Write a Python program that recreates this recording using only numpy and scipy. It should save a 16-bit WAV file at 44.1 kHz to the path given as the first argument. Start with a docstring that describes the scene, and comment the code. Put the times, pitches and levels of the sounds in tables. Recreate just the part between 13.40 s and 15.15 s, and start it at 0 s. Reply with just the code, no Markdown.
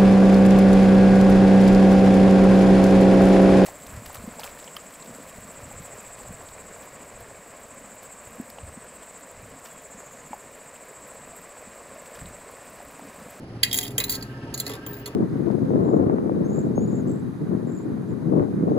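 """A coin in a vending machine

A coin, heard close by, snaps through the slot, rattles down the chute and drops into the box. Each
impact excites the damped modes of the parts it meets; rolling is a train of tiny impacts, and where
the coin is free it rings thinly in its own modes. The compressor hums and air moves throughout;
two faint tones pass, and a thin whirr joins in once the coin is inside."""
import sys
import numpy as np
from scipy import signal
from scipy.fft import rfft, irfft
from scipy.io import wavfile
from scipy.ndimage import uniform_filter1d, map_coordinates

SR = 44100
rng = np.random.default_rng(int(sys.argv[2]) if len(sys.argv) > 2 else 0)


def transcribe(u):
    """Save the signal u as a 16-bit wav file named by the first command-line argument.

    u: samples, shape (n,) or (channels, n), limited to [-1, 1]; the rate is SR.
    q: integer samples, one column per channel.
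    """
    v = np.clip(np.atleast_2d(u).T, -1, 1)
    q = np.round(v * 32767).astype(np.int16)
    wavfile.write(sys.argv[1], SR, q)


N = 77175

# Modes of the small parts, the chute and the front panel: (frequency [Hz], level [dB], T60 [s])
TICK_MODES = [(6040, -7.5, 0.02), (6350, -14, 0.012), (6842, -0.5, 0.022), (7535, -0.5, 0.018),
              (7960, -2.5, 0.0053), (9000, -2.5, 0.018), (9880, 0.5, 0.0092), (10350, -2.5, .011),
              (10990, 1.5, 0.012), (11600, -3, 0.013), (12350, 2, .018), (12850, -13.5, 0.011),
              (13360, -0.5, 0.024), (15000, -6, 0.0049), (15300, -3.5, .009)]
CHUTE_MODES = [(3520, -17, 0.011), (3870, -12, 0.021), (4300, -15.5, 0.011), (4827, -10, 0.018),
               (5300, -12.5, 0.016)]
PANEL_MODES = [(1638, -7.5, 0.03), (1978, -1, 0.031), (2174, -7, 0.022), (2485, -2.5, 0.041),
               (2836, 0, 0.02)]
# The slot's own mode rings less as the coin gets deeper
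SLOT_HZ, SLOT_DB, SLOT_T60, SLOT_FADE_DB_PER_S = 3280, -7, 0.026, 19.5


def amp(db):
    """Amplitude ratio of a level in decibels."""
    return 10 ** (np.asarray(db) / 20)


def unit(x):
    """Normalisation to an rms of 1."""
    return x / np.sqrt(np.mean(abs(x) ** 2) + 1e-20)


def seconds(size):
    """Time axis of size samples."""
    return np.arange(size) / SR


def bins():
    """Frequency axis of a full-length spectrum."""
    return np.fft.rfftfreq(N, 1 / SR)


def curve(points):
    """Interpolation of (frequency, value) points over the spectrum, in log frequency."""
    hz, value = np.transpose(points)
    return np.interp(np.log(bins() + 1), np.log(hz + 1), value)


def add(mix, start, sound):
    """Superposition of a sound on the mix, from a start time in seconds."""
    part = mix[max(round(start * SR), 0):][:len(sound)]
    part += sound[:len(part)]


def noise(response):
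    """Spectral shaping of white noise, to an rms of 1."""
    return unit(irfft(rfft(rng.standard_normal(N)) * response, N))


def drift(rate_hz):
    """Slow random fluctuation: low-passed noise with an rms of 1."""
    return noise(np.exp(-(bins() / rate_hz) ** 2))


def air():
    """Broadband noise of moving air and the compressor, fluctuating slightly in level."""
    # Noise spectrum: (frequency [Hz], relative spectral density [dB])
    spectrum = [(20, -13), (40, -10), (60, -3.5), (120, -2), (190, -0.5), (280, -0.5), (440, -6.5),
                (600, -10.5), (800, -15), (1100, -21), (1600, -25.5), (2400, -32.5), (3500, -39),
                (5000, -31), (7000, -43.5), (9000, -36), (12000, -49.5), (16000, -54)]
    return noise(amp(curve(spectrum))) * amp(-38.5 + 1.5 * drift(rate_hz=32))


def compressor_hum(depth=0.59, waver_hz=6.3):
    """Low partials of the compressor waver by random amplitude and phase modulation."""
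    # Partials: (frequency [Hz], level [dB])
    partials = [(59, -57.5), (115, -44.5), (131, -43.5), (277, -48.5), (410, -48)]
    t, out = seconds(N), np.zeros(N)
    for hz, db in partials:
        envelope = 1 + depth * drift(waver_hz)
        phase = 2 * np.pi * (hz * t + rng.random()) + depth * drift(waver_hz)
        out += amp(db) * unit(envelope * np.sin(phase))
    return out


def whirr(start_s=0.49, rise_s=0.21, waver_hz=15.5, waver_db=4, pitch_depth=0.008):
    """Noise-driven resonances fade in, wavering separately in level and together in pitch."""
    # Resonances: (centre frequency [Hz], bandwidth [Hz], level [dB])
    resonances = [(919, 28, -56), (1082, 16, -67.5), (1289, 23, -61.5), (1338, 8, -66), (1585, 56, -57),
                  (1774, 38, -63), (1780, 55, -67), (2670, 970, -66), (5000, 2600, -70)]
    sound = np.zeros(N)
    for hz, width, db in resonances:
        band = noise(1 / (1 + (2 * (bins() - hz) / width) ** 2))
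        sound += amp(db) * unit(band * amp(waver_db * drift(waver_hz)))
    warped_time = np.cumsum(1 + pitch_depth * drift(waver_hz))
    fade_in = np.clip((seconds(N) - start_s) / rise_s, 0, 1)
    return map_coordinates(sound, [warped_time], order=3, mode="mirror") * fade_in


def machine():
    """Superposition of the running machine's air noise, hum and whirr."""
    # Gain of air and hum: (time [s], level [dB])
    swell = [(0, -3), (.3, -1), (1.75, -1.5)]
    gain = amp(np.interp(seconds(N), *np.transpose(swell)))
    return (air() + compressor_hum()) * gain + whirr()


def faint_tones(sag=0.103, deviation_hz=12.4):
    """Frequency-modulated tones swell and fade, a little flat at both ends."""
    # Tones: (start [s], duration [s], top frequency [Hz], level [dB])
    tones = [(.29, .23, 729, -47.5), (.32, 0.163, 903, -50.5)]
    out = np.zeros(N)
    for start, length, top_hz, db in tones:
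        edge = np.linspace(-1, 1, round(length * SR)) ** 2
        hz = top_hz * (1 - sag * edge) + deviation_hz * drift(rate_hz=68)[:len(edge)]
        add(out, start, amp(db) * np.sqrt(1 - edge) * np.sin(2 * np.pi * np.cumsum(hz) / SR))
    return out


def modal_response(modes, spread_db=2):
    """Free decay of modes, varied at random; the more damped a mode, the more its pitch strays."""
    t, out = seconds(3000), np.zeros(3000)
    for k, (hz, db, t60) in enumerate(modes):
        level_offset, detune = rng.uniform(-1.1, 1, 2)
        decay = amp(db + spread_db * level_offset - 60 * t / t60)
        out += (-1) ** k * decay * np.sin(2 * np.pi * (hz + detune / t60) * t)
    return out


def reflections(envelope):
    """Dense echoes under an envelope, whitened to feed all frequencies about equally."""
    spectrum = rfft(envelope * rng.choice([-1., 1.], len(envelope)))
    power = abs(uniform_filter1d(abs(spectrum) ** 2, size=70))
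    return irfft(spectrum / np.sqrt(power + 1e-12), len(envelope))


def strike(modes, gain_db, early_t60, tail_db, tail_t60):
    """Forced response of modes to a short contact and its dense reflections in the cabinet."""
    contact_db, contact_s, rise_s, attack_s = 5, 0.00086, 0.00072, 0.0056
    t = seconds(14000)
    contact = amp(contact_db) * np.exp(-t / contact_s)
    echoes = amp(-60 * t / early_t60) + amp(tail_db - 60 * t / tail_t60)
    drive = (contact + echoes) * (1 - np.exp(-t / rise_s))
    body = modal_response(modes)
    sound = signal.fftconvolve(reflections(drive) * np.linalg.norm(drive), body)[:len(t)]
    # Hold the short-term power to its expected value, so that the decay is even
    power = abs(signal.fftconvolve(drive ** 2, body ** 2)[:len(t)])
    expected = abs(uniform_filter1d(power, size=500))
    actual = abs(uniform_filter1d(sound ** 2, size=500))
    sound *= np.sqrt(expected / (actual + 1e-9))
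    attack_rms = np.sqrt(np.mean(sound[:round(attack_s * SR)] ** 2))
    return amp(gain_db) * sound / attack_rms


def rolling(contacts_per_s=600, spread_db=4.5, spots=5, panel_db=-7, slot_db=-4.5):
    """Random impulse trains excite modes at several spots as the coin chatters down a ramp."""
    # Rolls: (start [s], duration [s], tick level [dB], chute and panel level [dB])
    rolls = [(0.333, 0.08, -31.5, -38.5), (0.402, 0.088, -42, -44.5), (0.697, 0.071, -38, -42.5),
             (1.236, 0.13, -48, -46), (1.522, 0.047, -56, -55), (1.55, 0.043, -59, -70)]
    t, out = seconds(N), np.zeros(N)
    arches = [np.sqrt(np.clip(1 - (2 * (t - start) / length - 1) ** 2, 0, 1))
              for start, length, _, _ in rolls]
    bright, dull = amp(np.array(rolls)[:, 2:]).T @ np.array(arches)
    near_slot = dull * amp(slot_db - SLOT_FADE_DB_PER_S * (t - rolls[0][0]))
    for _ in range(spots):
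        force = rng.standard_normal(N) * amp(spread_db * rng.standard_normal(N))
        clicks = unit(force * (rng.random(N) < contacts_per_s / spots / SR))
        chute = unit(modal_response(CHUTE_MODES)) + amp(panel_db) * unit(modal_response(PANEL_MODES))
        ticks = modal_response(TICK_MODES)
        slot = modal_response([(SLOT_HZ, SLOT_DB, SLOT_T60)])
        for envelope, body in ((bright, ticks), (dull, chute), (near_slot, slot)):
            out += signal.oaconvolve(clicks * envelope, body / np.linalg.norm(body))[:N]
    return out / np.sqrt(spots)


def coin_ring(rise_s=0.0025, shimmer_hz=90.5, shimmer_db=2):
    """Free vibration of the coin: high modes that shimmer by phase and amplitude modulation."""
    # Spells of free ringing: (time [s], level [dB], T60 [s])
    rings = [(.232, -33, 0.078), (.329, -26, 0.054), (0.341, -28.5, 0.12), (0.4277, -37, 0.17),
             (0.581, -29, 0.16), (0.601, -30, 0.078), (.6386, -32, 0.15), (.6945, -25.5, 0.17),
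             (.7215, -42, 0.11), (.743, -44, 0.11), (1.1413, -44, 0.11), (1.1991, -51, 0.1),
             (1.4632, -37, 0.37), (1.531, -42, .15), (1.566, -46, 0.12), (1.595, -46, 0.09)]
    # Modes of the coin: (frequency [Hz], level [dB])
    modes = [(15255, 0), (15200, -9), (9300, -23), (7070, -26)]
    t, out = seconds(18000), np.zeros(N)
    for start, db, t60 in rings:
        tone = np.zeros(len(t))
        for hz, mode_db in modes:
            phase = 2 * np.pi * (hz * t + rng.random()) + drift(shimmer_hz)[:len(t)]
            tone += amp(mode_db) * np.sin(phase)
        envelope = amp(db - 60 * t / t60) * (1 - np.exp(-t / rise_s))
        add(out, start, unit(tone) * envelope)
    return out * amp(shimmer_db * drift(shimmer_hz))


def box_knocks():
    """Low modes knock dully as the coin meets the housing and lands in the box."""
    # Knocks: (time [s], level [dB])
    knocks = [(.58, -42), (0.6028, -40.5), (1.141, -44.5), (1.2655, -42), (1.2957, -38), (1.315, -44),
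              (1.3343, -44), (1.35, -45.5), (1.4634, -44), (1.6601, -44), (1.675, -43.5)]
    # Modes of the box: (frequency [Hz], level [dB], T60 [s])
    modes = [(430, -3, 0.062), (558, -3, .044), (738, -8.5, 0.04), (960, -8, 0.042), (1150, -6, 0.037),
             (1396, -11, 0.031)]
    out = np.zeros(N)
    for start, db in knocks:
        knock = strike(modes, gain_db=-1, early_t60=0.0653, tail_db=-13, tail_t60=0.5)
        add(out, start, amp(db) * knock)
    return out


def chute_impacts(part_t60=0.023, radiation_hz=1530):
    """Impact excitation: each blow of the coin rings small parts, the part it meets and the panel."""
    # Blows: (time [s], tick level [dB], part level [dB], panel level [dB], part frequency [Hz])
    blows = [(0.2308, -13, -13.5, -16, 3271), (0.2326, -20, -10, -25, 4610), (0.2467, -29, -30, -23, 4880),
             (0.3112, -35, -23, -41, 3270), (0.328, -18.5, -20.5, -33, 3320),
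             (0.342, -19, -21, -30.5, 3270), (0.347, -37, -43, -35, 3260), (0.365, -24, -33, -46, 4640),
             (0.373, -18.5, -41, -36, 4830), (0.381, -31, -43, -34, 4600), (0.389, -37, -38, -40, 4660),
             (0.416, -33, -35.5, -35, 4600), (0.4282, -27.5, -28.5, -36.5, 3250),
             (0.434, -30, -39, -39, 3140), (0.449, -43, -42, -39, 3260), (0.456, -41, -31.5, -43, 3270),
             (0.465, -36, -41, -37, 4740), (0.505, -40, -47, -45, 3500), (0.516, -45, -52, -46, 4700),
             (0.5795, -14, -21, -24, 3185), (0.6012, -21, -21.5, -23, 3980), (0.611, -51, -31, -25, 4005),
             (0.6383, -22, -22.5, -34, 4070), (0.681, -40, -38, -40, 4260),
             (0.6939, -20.5, -21.5, -33, 4560), (0.705, -24, -31, -45, 4700),
             (0.716, -24.5, -31, -43, 4620), (0.723, -24.5, -28.5, -35, 4370),
             (0.733, -37, -27.5, -44, 4520), (0.743, -32, -28.5, -49, 4500), (0.753, -31.5, -29, -54, 4410),
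             (0.765, -49, -43, -54, 4500), (0.8092, -71, -39, -57, 4690), (0.8243, -34, -31, -41, 4490),
             (1.1398, -29, -31.5, -38, 4380), (1.1428, -40, -25.5, -52, 6840),
             (1.1757, -28, -33.5, -47, 4270), (1.1892, -36, -36, -55, 4750),
             (1.1986, -19, -23.5, -38, 4220), (1.207, -53, -35, -45, 3430), (1.2645, -30, -27, -31.5, 4280),
             (1.276, -34.5, -35.5, -37.5, 4430), (1.2947, -31.5, -37, -38, 3380),
             (1.315, -45, -38.5, -36, 3370), (1.334, -39, -38, -51, 3410), (1.351, -42, -42, -42, 3610),
             (1.4632, -33, -38, -46, 3200), (1.531, -44, -49.5, -52, 3830), (1.565, -58, -62, -44, 4480),
             (1.594, -48, -59, -58, 3100), (1.658, -33, -31.5, -36.5, 4370), (1.661, -32, -37, -41, 3430),
             (1.674, -35.5, -40, -50, 3460)]
    out = np.zeros(N)
    for start, tick_db, part_db, panel_db, part_hz in blows:
        slot_db = SLOT_DB - SLOT_FADE_DB_PER_S * (start - blows[0][0])
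        part_modes = [(part_hz, 0, part_t60), (SLOT_HZ, slot_db, SLOT_T60), *CHUTE_MODES]
        tick = strike(TICK_MODES, gain_db=-5, early_t60=0.033, tail_db=-29, tail_t60=0.6)
        part = strike(part_modes, gain_db=-5, early_t60=0.0218, tail_db=-23, tail_t60=0.27)
        panel = strike(PANEL_MODES, gain_db=-7, early_t60=0.0046, tail_db=-12, tail_t60=0.18)
        add(out, start, amp(tick_db) * tick + amp(part_db) * part + amp(panel_db) * panel)
    # Small parts radiate little at low frequencies
    return signal.sosfilt(signal.butter(3, radiation_hz, "high", fs=SR, output="sos"), out)


def room(x, level_db=-9, t60=0.066):
    """Reverberation: short, exponentially decaying reflections, different at each microphone."""
    t = seconds(8000)
    tail = rng.standard_normal((2, len(t))) * amp(-60 * t / t60)
    return amp(level_db) * signal.fftconvolve(x[None], tail / np.linalg.norm(tail[0]), axes=1)[:, :N]


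def microphones(x):
    """Phase and level differences between two microphones on a small body, at constant total power."""
    # Lead of the left microphone: (frequency [Hz], phase [rad])
    lead = [(20, 0), (300, .1), (600, .5), (1030, 1.2), (1550, -1.6), (2000, .2), (2300, 1.2), (2750, 3.2),
            (3000, 2.7), (3300, -.2), (4600, 1.2), (5100, 2.7), (5700, 2.9), (6300, 6), (7600, 4.5),
            (8500, 3.14), (9400, 2.3), (10400, .4), (11500, -.5), (13300, -3.14), (15300, -6.1),
            (16500, -6.3)]
    # Left relative to right: (frequency [Hz], level [dB])
    balance = [(100, 0), (1200, 0), (2100, 1), (3300, -4.5), (4600, -5.5), (5800, -7.5), (7000, 1),
               (16000, -0.5)]
    half_db = curve(balance) / 2
    pair = np.array([np.exp(1j * curve(lead)) * amp(half_db), amp(-half_db)])
    return irfft(rfft(x) * pair / np.sqrt(np.mean(abs(pair) ** 2, axis=0)), N)


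def scene():
    """Superposition of direct sound, the coin's reverberation and the machine's diffuse field."""
    # Diffuse relative to direct machine noise: (frequency [Hz], level [dB])
    diffuse_gain = [(30, -6), (100, -12), (300, -29), (1000, -3), (3000, 8), (9000, -12), (16000, -12)]
    clinks = chute_impacts() + box_knocks() + rolling() + coin_ring()
    uncorrelated = np.array([machine(), machine()])
    diffuse = irfft(rfft(uncorrelated) * amp(curve(diffuse_gain)), N)
    return microphones(clinks + machine() + faint_tones()) + room(clinks) + diffuse


def record(dry, cutoff_hz=16100):
    """Band limiting by a linear-phase low-pass filter."""
    lowpass = signal.firwin(151, cutoff_hz, window=("kaiser", 9), fs=SR)
    return signal.oaconvolve(dry, lowpass[None], "same")


dry = scene()
out = record(dry)
transcribe(out)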